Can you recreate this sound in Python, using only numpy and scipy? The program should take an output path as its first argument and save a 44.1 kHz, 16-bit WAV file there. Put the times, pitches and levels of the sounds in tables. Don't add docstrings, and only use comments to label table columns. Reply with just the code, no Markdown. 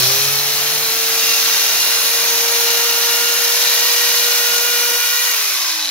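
import sys
import numpy as np
from scipy import signal
from scipy.fft import rfft, irfft
from scipy.io import wavfile

SR = 44100
rng = np.random.default_rng(int(sys.argv[2]) if len(sys.argv) > 2 else 0)


def dump(signal):
    limited = np.clip(np.atleast_2d(signal).T, -1, 1)
    pcm = np.round(limited * 32767).astype(np.int16)
    wavfile.write(sys.argv[1], SR, pcm)


N = 260275
TIME = np.arange(N) / SR
BINS = np.fft.rfftfreq(N, 1 / SR)
PINION_TEETH, WHEEL_TEETH, MAINS_HZ, POWER_OFF_S = 14, 43, 50, 5.303
PORT_LAG_S = .000062

# (f/Hz, level/dB)
AIR_COLOUR = [(30, -40), (70, -34), (110, -26.5), (390, -23.5), (560, -12), (1100, -6.5), (2400, -1),
              (3300, -1), (4000, 0.5), (6400, 1), (7250, -7), (8200, -12.5), (10000, -8.5), (11100, -2),
              (15500, -0.5)]


def undb(db):
    return 10 ** (np.asarray(db) / 20)


def unit(x):
    return x / np.sqrt(np.mean(x ** 2))


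def over_time(table):
    return np.interp(TIME, *np.transpose(table))


def over_hz(table):
    hz, value = np.transpose(table)
    return np.interp(np.log(BINS + 1), np.log(hz), value)


def lift_db(hz, resonances):
    return sum(db / (1 + (2 * (hz - centre) / width) ** 2) for centre, width, db in resonances)


def wander(rate_hz):
    return unit(irfft(rfft(rng.standard_normal(N)) / (1 + (BINS / rate_hz) ** 4), N))


def stereo_noise():
    # (f/Hz, coherence/0-1)
    likeness = [(60, 0.14), (450, 0.53), (900, 0.66), (2000, 0.46), (4200, 0.64), (6200, 0.39),
                (7500, 0.05), (15000, 0.1)]
    share = over_hz(likeness)
    noise = rfft(rng.standard_normal((3, N)))
    lag = np.exp(-2j * np.pi * BINS * PORT_LAG_S * np.array([[0], [1]]))
    return np.sqrt(share) * noise[0] * lag + np.sqrt(1 - share) * noise[1:]


def narrow_noise(angle, width_hz):
    a, b = (unit(irfft(stereo_noise() / (1 + (BINS / width_hz) ** 4), N)) for _ in range(2))
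    return a * np.sin(angle) + b * np.cos(angle)


def tone(angle, db, lead=0, left_db=0, flutter_db=-5, blur=.17):
    shaken = angle + blur * wander(28)
    left = undb(db + left_db / 2 + flutter_db * wander(13.6)) * np.sin(shaken + lead / 2)
    right = undb(db - left_db / 2 + flutter_db * wander(13.6)) * np.sin(shaken - lead / 2)
    return np.sqrt(2) * np.array([left, right])


def coast_share(brake_s=1.068):
    return (1 + np.maximum(TIME - POWER_OFF_S, 0) / (4 * brake_s)) ** -4


def coast_db():
    return 20 * np.log10(coast_share())


FREE_HZ = 486.1


def shaft_hz(surge_hz=65.2, surge_s=.253, creep_hz=45.4, creep_s=2.71):
    driven_s = np.minimum(TIME, POWER_OFF_S)
    speed = FREE_HZ - surge_hz * np.exp(-driven_s / surge_s) - creep_hz * np.exp(-driven_s / creep_s)
    return speed * coast_share()


def speed_db():
    return 20 * np.log10(shaft_hz() / FREE_HZ)


def torque():
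    acceleration = np.maximum(np.gradient(shaft_hz()), 0)
    return acceleration / acceleration.max()


def bass_drop_db(at_s=4.98, over_s=.02, db=-8):
    return db * np.clip((TIME - at_s) / over_s + .5, 0, 1)


def motor(angle, release_s=.049, snatch_rad=.3, snatch_build_s=.15, field_db=-41.5):
    # (t/s, level/dB)
    shaft_tone = [(0.0, -36), (0.18, -31), (0.32, -37.5), (1.1, -33.5), (1.78, -41), (2.46, -30.5),
                  (2.7, -29.5), (3.78, -34.5), (4.92, -32), (5.5, -34.5), (5.66, -37.5), (5.77, -29.5),
                  (5.9, -32)]
    second = [(0.0, -46), (0.8, -45), (1.1, -53), (2.0, -45), (2.3, -38), (3.35, -37), (3.6, -44),
              (5.3, -44)]
    third = [(0.0, -44.5), (1.92, -38.5), (2.4, -47), (2.62, -36.5), (3.3, -32.5), (3.7, -45), (4.56, -30),
             (5.2, -30), (5.44, -50)]
    fourth = [(0.0, -50), (0.9, -50), (1.3, -41), (2.1, -48), (2.6, -37), (3.4, -42), (3.9, -33.5),
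              (4.4, -35.5), (4.57, -42), (4.75, -34.5), (5.2, -33), (5.3, -35)]
    fifth = [(0.0, -52), (1.8, -47), (2.7, -35.5), (3.3, -44), (3.7, -38), (4.55, -42), (4.8, -30.5),
             (5.0, -37), (5.25, -33)]
    sixth = [(0.0, -44), (0.2, -31), (0.45, -39), (0.85, -46), (1.0, -31.5), (1.19, -39), (1.235, -25.5),
             (1.36, -26.5), (1.42, -33), (1.8, -29), (2.48, -39), (2.7, -28.8), (3.02, -31), (3.17, -26.3),
             (3.45, -30), (3.6, -40), (3.85, -29.7), (5.3, -29.7)]
    coast_levels = [-51, -39, -50, -44, -35.5]
    # (f/Hz, width/Hz, lift/dB)
    shell = [(939, 17.4, 9.5), (1047, 180, 7.5), (2380, 130, 8)]
    coasting_s = np.maximum(TIME - POWER_OFF_S, 0)
    driven = np.exp(-coasting_s / release_s)
    fade_db = 1.7 * coast_db()
    db = {1: over_time(shaft_tone) + fade_db + bass_drop_db()}
    for order, table, base_db in zip(range(2, 7), (second, third, fourth, fifth, sixth), coast_levels):
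        coasting_db = base_db + lift_db(order * shaft_hz(), shell) + fade_db
        db[order] = driven * over_time(table) + (1 - driven) * coasting_db
    out = tone(angle, db[1], lead=.27, left_db=4, flutter_db=1, blur=.027)
    uneven = angle + snatch_rad * np.minimum(coasting_s / snatch_build_s, 1) * wander(96)
    out += tone(2 * uneven, db[2], lead=1, left_db=1, flutter_db=3.5, blur=.4)
    out += tone(3 * uneven, db[3] + .51, lead=1, flutter_db=2, blur=.28)
    out += tone(4 * uneven, db[4], lead=1, left_db=3.5, flutter_db=3, blur=.55)
    out += tone(5 * uneven, db[5], flutter_db=3, blur=.6)
    out += tone(6 * uneven, db[6] - 1, lead=.89, left_db=-1.5, flutter_db=1.7, blur=.22)
    return out + torque() * tone(4 * np.pi * MAINS_HZ * TIME, field_db)


def gears(angle, free_db=-37, load_db=13.5):
    # (t/s, level/dB)
    wheel_hum = [(0.0, -29.5), (0.08, -29.5), (0.165, -40), (0.28, -33.5), (0.55, -43), (0.78, -42),
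                 (1.0, -53), (3.0, -60), (4.5, -69), (5.3, -63), (5.6, -78)]
    load = torque()
    wheel = angle * PINION_TEETH / WHEEL_TEETH
    smear = np.array([wander(230), wander(120)])
    mesh = np.sin(PINION_TEETH * angle + 1.05 * np.sin(wheel) + 1.5 * smear) * (1 + .5 * np.cos(wheel))
    mesh_db = free_db + load_db * np.tanh((load / .43) ** 2)
    hum = tone(wheel, over_time(wheel_hum), flutter_db=-.5) + load * tone(4 * wheel, db=-38)
    return hum + undb(mesh_db) * unit(mesh)


def tooth_taps(angle, jitter_turns, spread_db):
    turns = np.floor(angle / (2 * np.pi) * PINION_TEETH / WHEEL_TEETH + jitter_turns * wander(90))
    return (np.diff(turns, prepend=0) > 0) * undb(spread_db * np.clip(rng.standard_normal(N), -2, 1))


def case_ring(taps, slack=False):
    # (f/Hz, t60/s, level under driven teeth/dB, level under slack teeth/dB)
    case_modes = [(3970, .015, -17, 0), (4170, .021, -1, -12), (4680, .009, -12, -14),
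                  (5500, .008, -12, -13), (6580, .014, -12, -28)]
    t = TIME[:SR // 20]
    ring = sum(undb((slack_db if slack else driven_db) - 60 * t / t60) * np.cos(2 * np.pi * hz * t)
               for hz, t60, driven_db, slack_db in case_modes)
    ring[0] /= 2
    left = signal.fftconvolve(taps, ring / np.abs(ring).max())[:N]
    lag_s = PORT_LAG_S * (.5 if slack else 1)
    return np.array([left, np.interp(TIME - lag_s, TIME, left)])


def chatter(angle, powered, loaded_db=-23.3, coasting_db=-32, burst_db=4):
    gain = np.where(powered, undb(loaded_db) * torque() ** .17, undb(coasting_db))
    bursts = undb(burst_db * np.tanh(wander(22)))
    return gain * unit(case_ring(bursts * tooth_taps(angle, jitter_turns=.12, spread_db=4)))


def air_db(db, per_speed, per_hiss=1, usual_hiss_db=-20):
    # (t/s, level/dB)
    hiss = [(0.0, -20), (0.05, -19.5), (0.42, -21.5), (1.0, -21), (1.3, -19.5), (1.55, -19.5), (1.9, -20),
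            (3.3, -20), (3.75, -19), (4.35, -19.5), (4.8, -20.5), (5.29, -20.5), (5.67, -21.5),
            (5.9, -24.5)]
    return db + per_hiss * (over_time(hiss) - usual_hiss_db) + per_speed * speed_db()


def vent_air(powered, rumble_hz=430, roar_hz=850, fan_hz=2900, sizzle_hz=8300, fizz_hz=11700):
    # (f/Hz, width/Hz, lift/dB)
    housing = [(291, 95, 4), (652, 180, 6.5), (1120, 146, 6), (1531, 150, 5.5), (1967, 89, 4),
               (2410, 210, 3.5), (3140, 260, 1), (3804, 93, 4), (5600, 750, 2.5), (6670, 91, 1.5)]
    noise = stereo_noise() * undb(over_hz(AIR_COLOUR) + lift_db(BINS, housing))
    lowpasses = [1 / (1 + (BINS / hz) ** 10) for hz in (rumble_hz, roar_hz, fan_hz, sizzle_hz, fizz_hz)]
    bands = [unit(irfft(noise * band, N)) for band in np.diff(lowpasses, axis=0, prepend=0, append=1)]
    rumble, roar, rush, fan, sizzle, fizz = (band * undb(.85 * wander(70)) for band in bands)
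    start_db = 3.5 * torque()
    rumble_db = -42 - .9 * TIME + .7 * speed_db() + bass_drop_db()
    roar_db = air_db(-36.5, per_speed=.065, per_hiss=.46) + start_db + .17 * coast_db()
    sizzle_db = air_db(-24.5, per_speed=1) + start_db
    fizz_db = air_db(-20, per_speed=.94) + start_db - .35 * coast_db() ** 2
    mains = powered * np.sin(4 * np.pi * MAINS_HZ * TIME)
    out = undb(rumble_db + .44 * wander(22)) * rumble
    out += undb(roar_db + .69 * bass_drop_db()) * roar
    out += undb(air_db(-26, per_speed=.27) + .35 * mains) * rush
    out += undb(air_db(-19, per_speed=-.5, per_hiss=2) + .15 * mains) * fan
    return out + undb(.43 * mains) * (undb(sizzle_db) * sizzle + undb(fizz_db) * fizz)


def with_bench_bounce(direct, delay_s=.0022, gain=.26):
    bounce = [np.interp(TIME - delay_s * np.exp(.065 * wander(.58)), TIME, side) for side in direct]
    return direct + gain * np.array(bounce)


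def fan_swish(angle):
    swish_db = air_db(-26, per_speed=6.87)
    lag_rad = np.array([[0], [1]])
    return sum(undb(swish_db + db) * narrow_noise(order * angle - lag_rad, width_hz=36)
               for order, db in zip(range(2, 7), (-16, -17.5, -11, -47, -12)))


def brush_squeal(hz=11060, base_db=-41, swell_db=13, swell_at_s=2.02, half_length_s=.28):
    swell = np.exp(-((TIME - swell_at_s) / half_length_s) ** 2)
    db = base_db + swell_db * swell + .5 * coast_db()
    return undb(db) * narrow_noise(2 * np.pi * hz * TIME, width_hz=160)


def metal_rings(pitch_drift=.003):
    # (t/s, half length/s, f/Hz, width/Hz, level/dB)
    rings = [(0.05, .1, 4170, 80, -24), (0.05, .12, 4720, 150, -29), (0.1, .1, 3380, 70, -32),
             (0.4, .2, 5500, 160, -30), (0.62, .2, 2900, 60, -34), (0.7, .25, 4200, 70, -35),
             (1.35, .25, 4880, 120, -29.5), (1.5, .25, 5900, 180, -29.5), (1.55, .2, 6520, 110, -30),
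             (1.6, .3, 3780, 100, -30), (1.85, .2, 4130, 90, -29.5), (2.35, .45, 6540, 130, -29.5),
             (2.6, .4, 5950, 200, -30), (2.65, .2, 4150, 130, -28.5), (3.0, .15, 5650, 100, -29),
             (3.35, .15, 6620, 90, -30), (3.55, .35, 1780, 90, -34), (3.67, .12, 3970, 110, -27),
             (3.9, .45, 4800, 130, -30), (4.15, .25, 4230, 110, -30), (4.6, .15, 6550, 110, -30),
             (4.9, .2, 5880, 110, -27.5), (5.23, .12, 6600, 110, -29), (5.68, .13, 5150, 450, -28.5)]
    out = 0
    for at_s, half_s, hz, width_hz, db in rings:
        angle = 2 * np.pi * np.cumsum(hz * (1 + pitch_drift * wander(3.2))) / SR
        swell = np.exp(-((TIME - at_s) / half_s) ** 2)
        out += undb(db) * swell * narrow_noise(angle, width_hz)
    return out


def sparks(powered, per_second=25, spread_db=2.4, decay_s=.00065):
    spits = powered * (rng.random(N) < per_second / SR)
    strength = undb(spread_db * np.clip(rng.standard_normal(N), -2, 1))
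    envelope = signal.lfilter([1], [1, -np.exp(-1 / (decay_s * SR))], spits * strength)
    crackle = rfft(envelope * rng.standard_normal((2, N))) * undb(over_hz(AIR_COLOUR))
    return undb(-10) * irfft(crackle * BINS / (BINS + 2000), N)


def slack_rattle(angle, rattle_db=-32.5, build_s=.45):
    # (t/s, peak level/dB)
    knocks = [(5.7005, -13), (5.7152, -10.5), (5.7953, -10.5), (5.806, -11.5), (5.826, -7), (5.8357, -10.5),
              (5.8466, -7), (5.8565, -5.5), (5.8735, -7.5), (5.8805, -11.5), (5.891, -5)]
    slackness = np.clip((TIME - POWER_OFF_S) / build_s, 0, 1) ** 2
    rattle = unit(case_ring(tooth_taps(angle, jitter_turns=.2, spread_db=3.5), slack=True))
    blows = np.zeros(N)
    for at_s, db in knocks:
        blows[min(int(at_s * SR), N - 1)] += undb(db)
    return undb(rattle_db) * slackness * rattle + case_ring(blows, slack=True)


def scene():
    angle = 2 * np.pi * np.cumsum(shaft_hz()) / SR
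    powered = TIME < POWER_OFF_S
    edge_fade = np.clip(np.minimum(TIME, TIME[-1] - TIME) / .008, 0, 1)
    drive = edge_fade * (motor(angle) + gears(angle)) + chatter(angle, powered) + slack_rattle(angle)
    air = with_bench_bounce(vent_air(powered)) + fan_swish(angle)
    return drive + air + brush_squeal() + metal_rings() + sparks(powered)


def record(dry):
    thin = signal.sosfilt(signal.butter(1, 70, "high", fs=SR, output="sos"), dry)
    return signal.sosfilt(signal.ellip(12, .1, 80, 15720, fs=SR, output="sos"), thin)


dry = scene()
out = record(dry)
dump(out)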